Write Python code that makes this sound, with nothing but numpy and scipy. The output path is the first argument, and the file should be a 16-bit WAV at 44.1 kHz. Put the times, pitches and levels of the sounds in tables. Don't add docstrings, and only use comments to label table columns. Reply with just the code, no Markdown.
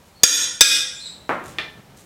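import sys
import numpy as np
from scipy import signal
from scipy.fft import rfft, irfft
from scipy.io import wavfile
from scipy.ndimage import uniform_filter1d

SR = 44100
rng = np.random.default_rng(int(sys.argv[2]) if len(sys.argv) > 2 else 0)


def file_out(sig):
    cols = np.atleast_2d(sig).T
    lim = np.clip(cols, -1, 1)
    pcm = np.round(lim * 32767).astype(np.int16)
    wavfile.write(sys.argv[1], SR, pcm)


N = 90404
TIME, BIN_HZ = np.arange(N) / SR, np.fft.rfftfreq(N, 1 / SR)


def amp(db):
    return 10 ** (np.asarray(db) / 20)


def unit_rms(x):
    return x / np.sqrt(np.mean(x ** 2) + 1e-20)


def at_hz(curve, hz):
    freq_hz, value = np.transpose(curve)
    return np.interp(np.log(np.maximum(hz, 1)), np.log(freq_hz), value)


def decay(t60_s):
    return np.exp(-np.log(1000) * TIME / t60_s)


def swell(start_s, length_s):
    return np.sin(np.pi * np.clip((TIME - start_s) / length_s, 0, 1))


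def place(start_s, x):
    return np.concatenate([np.zeros(int(start_s * SR)), x])[:N]


def noise(colour):
    return unit_rms(irfft(rfft(rng.standard_normal(N)) * amp(at_hz(colour, BIN_HZ)), N))


def drift(rate_hz):
    lowpass = signal.butter(2, rate_hz, fs=SR, output="sos")
    return unit_rms(signal.sosfilt(lowpass, rng.standard_normal(N)))


def ring(pitch_hz, level_db, t60_s):
    envelope = amp(level_db) * decay(t60_s) * (TIME < 2 * t60_s)
    return rng.choice([-1, 1]) * envelope * np.sin(2 * np.pi * pitch_hz * TIME)


def soft_contact(colour):
    cepstrum = irfft(np.log(amp(at_hz(colour, BIN_HZ))), N)
    cepstrum[1:N // 2] *= 2
    cepstrum[N // 2 + 1:] = 0
    click = irfft(np.exp(rfft(cepstrum)), N)
    _, poles = signal.iirpeak(1526, Q=0.54, fs=SR)
    return signal.lfilter(poles[::-1], poles, click / np.linalg.norm(click))


# freq_hz, base_t60_s
GARAGE_DECAY = [(100, 1), (400, 0.58), (1000, 0.62), (2200, 0.58), (3600, 0.58), (6500, 0.53), (9000, 0.6),
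                (15000, 0.29)]
def in_garage(x, wet_db, tail_scale=1):
    white = rfft(rng.standard_normal(N))
    edges_hz = np.geomspace(20, SR / 2, 22)
    tail = 0
    for low, high in zip(edges_hz, edges_hz[1:]):
        band = irfft(white * ((BIN_HZ >= low) & (BIN_HZ < high)), N)
        tail += band * decay(tail_scale * at_hz(GARAGE_DECAY, np.sqrt(low * high)))
    early = amp(3) * rng.standard_normal(N) * decay(t60_s=0.26)
    response = rfft(tail + early)
    colour = np.sqrt(uniform_filter1d(np.abs(response) ** 2, size=int(40 * N / SR)))
    even_response = irfft(response / colour, N)[:N // 2]
    echoes = place(0.0032, even_response)
    return x + amp(wet_db) * signal.fftconvolve(x, echoes / np.linalg.norm(echoes))[:N]


# freq_hz, gain_db
AIR_COLOUR = [(20, -13), (45, -7.5), (75, -0.5), (170, 1.5), (300, -7.5), (800, -8.5), (1600, -16),
              (4000, -19.5), (9000, -24.5), (15500, -29)]
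def room_tone():
    return amp(-51.5) * noise(AIR_COLOUR)


# start_s, length_s, level_db
CLOTH_STROKES = [(.04, 0.066, -64.5), (1.432, .05, -49.5), (1.466, 0.078, -52.5), (1.96, 0.074, -52)]
# freq_hz, gain_db
CLOTH_COLOUR = [(500, -8.5), (2400, -9), (3600, -0.5), (4800, -4), (7000, 2.5), (10000, -3.5), (16000, -13)]
def clothes_rustle():
    strokes = sum(amp(db) * swell(start_s, length_s) for start_s, length_s, db in CLOTH_STROKES)
    grain = amp(4.5 * drift(rate_hz=150))
    return in_garage(noise(CLOTH_COLOUR) * grain * strokes, wet_db=-3)


# start_s, length_s, level_db, start_pitch_hz, end_pitch_hz, octave_gain_db
LEVER_SLIPS = [(0.135, 0.1, -55, 4380, 4214, -22), (0.219, 0.041, -49, 4860, 5200, -28),
               (0.93, 0.073, -45, 3680, 3660, 1), (0.993, 0.064, -36.5, 4130, 4190, -11.5),
               (1.03, 0.073, -36.5, 3684, 3956, -5.5), (1.02, .09, -54, 4870, 4840, -27)]
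# freq_hz, gain_db
SCRAPE_COLOUR = [(300, -11), (1500, 1), (3500, 3), (7000, -1), (10000, -14.5), (16000, -26.5)]
def lever_squeaks(waver_depth=0.026, waver_hz=145.4):
    scrape = amp(-18.5) * noise(SCRAPE_COLOUR)
    squeaks = 0
    for start_s, length_s, level_db, start_hz, end_hz, octave_db in LEVER_SLIPS:
        glide_hz = np.interp(TIME, [start_s, start_s + length_s], [start_hz, end_hz])
        pitch_hz = glide_hz * (1 + waver_depth * drift(waver_hz))
        phase = 2 * np.pi * np.cumsum(pitch_hz) / SR
        tone = np.sin(phase) + amp(octave_db) * np.sin(2 * phase)
        squeaks += amp(level_db) * swell(start_s, length_s) * (tone + scrape)
    return in_garage(squeaks, wet_db=4)


# start_s, length_s, level_db
TYRE_SHIFTS = [(0.195, 0.063, -51), (1.04, 0.28, -50), (1.293, 0.55, -44), (1.766, 0.048, -50),
               (1.8, 0.28, -51)]
# freq_hz, gain_db
RUBBER_COLOUR = [(30, -12), (75, 0), (160, 0.5), (300, -3.5), (1000, -11.5), (3000, -18), (10000, -38)]
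def tyre_rumble():
    shifts = sum(amp(db) * swell(start_s, length_s) for start_s, length_s, db in TYRE_SHIFTS)
    return noise(RUBBER_COLOUR) * shifts


# pitch_hz, first_blow_gain_db, second_blow_gain_db, base_t60_s
STEEL_MODES = [(314, -26, -29, 0.51), (509.8, -27.5, -32, 0.61), (1399, -9.5, -11, 0.11),
               (1646, -8.5, -3.5, 0.11), (2428, 3, 4, 0.039), (2487, -9, -0.5, 0.14),
               (2888, -14.5, -9, .08), (3360, -13.5, -7.5, 0.1), (3524, 4.5, 4.5, 0.06),
               (3627, 5, 4, 0.069), (3618, 2, 2.5, 0.13), (3740, -6, 6, 0.072), (4743, 5, -1, 0.085),
               (4800, -10, 0, 0.055), (5230, 3, 6, 0.055), (5610, -2, -2, 0.15), (5686, -4, -0.5, 0.047),
               (6137, -10.5, 7, 0.0686), (6600, 13.5, -20, 0.061), (7530, -1, -7, 0.038),
               (7660, -8.5, 2.5, .06), (7780, -11.5, 1, .05), (8356, 1, -2.5, .05), (8230, -4, -12, .05),
               (10280, -32, -11, 0.15), (10780, -9.5, -15.5, 0.11), (11830, -9.5, -16, 0.12)]
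# freq_hz, gain_db
CLASH_COLOUR = [(100, -17), (300, -18), (650, -16.5), (950, -20.5), (1450, -2.5), (1720, 0), (1900, -9.5),
                (2150, -6), (2400, -0.5), (3050, -11), (3500, 7.5), (4300, -5), (5400, 4.5), (7000, -2.5),
                (8200, -1.5), (10000, -12.5), (13000, -15.5), (16000, -21.5)]
def struck_steel(blow, ring_scale, split_ratio=0.018):
    steel = amp(12) * noise(CLASH_COLOUR) * decay(0.049 * ring_scale)
    for pitch_hz, *gains_db, t60_s in STEEL_MODES:
        steel += ring(pitch_hz, gains_db[blow], t60_s * ring_scale)
        for detune in split_ratio * rng.uniform(0.46, 1, 2) * [-1, 1]:
            steel += ring(pitch_hz * (1 + detune), gains_db[blow] - 6, t60_s=0.04 * ring_scale)
    return steel


# start_s, steel_gain_db, ring_scale, thump_gain_db
RIM_BLOWS = [(.2339, 2.5, 0.7, 5), (.6085, -2, 1.4, -6)]
# freq_hz, gain_db
OVERLOAD_THUMP_COLOUR = [(30, 7), (150, 0.5), (280, -6), (480, 2), (900, -22), (2000, -24.5), (8000, -50)]
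def rim_clanks(radiates_above_hz=196):
    clanks, thumps = 0, 0
    for blow, (start_s, steel_db, ring_scale, thump_db) in enumerate(RIM_BLOWS):
        clanks += amp(steel_db) * place(start_s, struck_steel(blow, ring_scale))
        burst = noise(OVERLOAD_THUMP_COLOUR) * decay(t60_s=0.019)
        tone = ring(pitch_hz=479, level_db=0.81, t60_s=0.023)
        thumps += amp(thump_db) * place(start_s, burst + tone)
    low_cut = signal.butter(2, radiates_above_hz, "high", fs=SR, output="sos")
    return in_garage(signal.sosfilt(low_cut, clanks), wet_db=-4.5) + thumps


# freq_hz, gain_db
TYRE_THUD_COLOUR = [(50, -31.5), (130, -11), (240, -4.5), (600, -2.5), (1300, -2), (2300, -12),
                    (3200, -24.5), (5000, -37), (9000, -42.5), (16000, -54)]
def tyre_thud(start_s=1.2932):
    thud = amp(5.66) * soft_contact(TYRE_THUD_COLOUR)
    return in_garage(place(start_s, thud), wet_db=7, tail_scale=0.84)


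# freq_hz, gain_db
LEVER_COLOUR = [(80, -31), (250, -4.5), (500, -1), (900, -4), (1800, 2.5), (2600, -0.5), (4000, -3.5),
                (5500, -17.5), (8000, -28.5), (16000, -44)]
# pitch_hz, level_db, t60_s
LEVER_MODES = [(1790, -18.5, 0.046), (1915, -37, .06), (2396, -22.5, 0.056), (2766, -29.5, 0.03),
               (3530, -19, 0.023)]
def lever_knock(start_s=1.5855):
    contact = amp(0.5) * soft_contact(LEVER_COLOUR)
    rattle = amp(-26) * noise(LEVER_COLOUR) * decay(t60_s=0.16)
    modes = sum(ring(*mode) for mode in LEVER_MODES)
    return in_garage(place(start_s, contact + rattle + modes), wet_db=-2, tail_scale=0.69)


def scene():
    tool_work = rim_clanks() + lever_squeaks() + tyre_thud() + lever_knock()
    return (tool_work + clothes_rustle() + tyre_rumble() + room_tone())[None]


def lag(x, time_s):
    pole = np.exp(-1 / (time_s * SR))
    return signal.lfilter([1 - pole], [1, -pole], x)


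def record(dry):
    threshold_db, sense_s, attack_s, release_db_per_s = -4.5, 0.0035, 0.006, 103
    ceiling, high_cut_hz = 0.96, 15800
    level_db = 10 * np.log10(lag(dry[0] ** 2, sense_s) + 1e-12)
    over_db = np.maximum(level_db - threshold_db, 0)
    release_db = release_db_per_s * TIME
    duck_db = np.maximum.accumulate(over_db + release_db) - release_db
    clipped = np.clip(dry * amp(-lag(duck_db, attack_s)), -ceiling, ceiling)
    high_cut = signal.ellip(10, 0.1, 80, high_cut_hz, fs=SR, output="sos")
    return signal.sosfilt(high_cut, clipped)


dry = scene()
out = record(dry)
file_out(out)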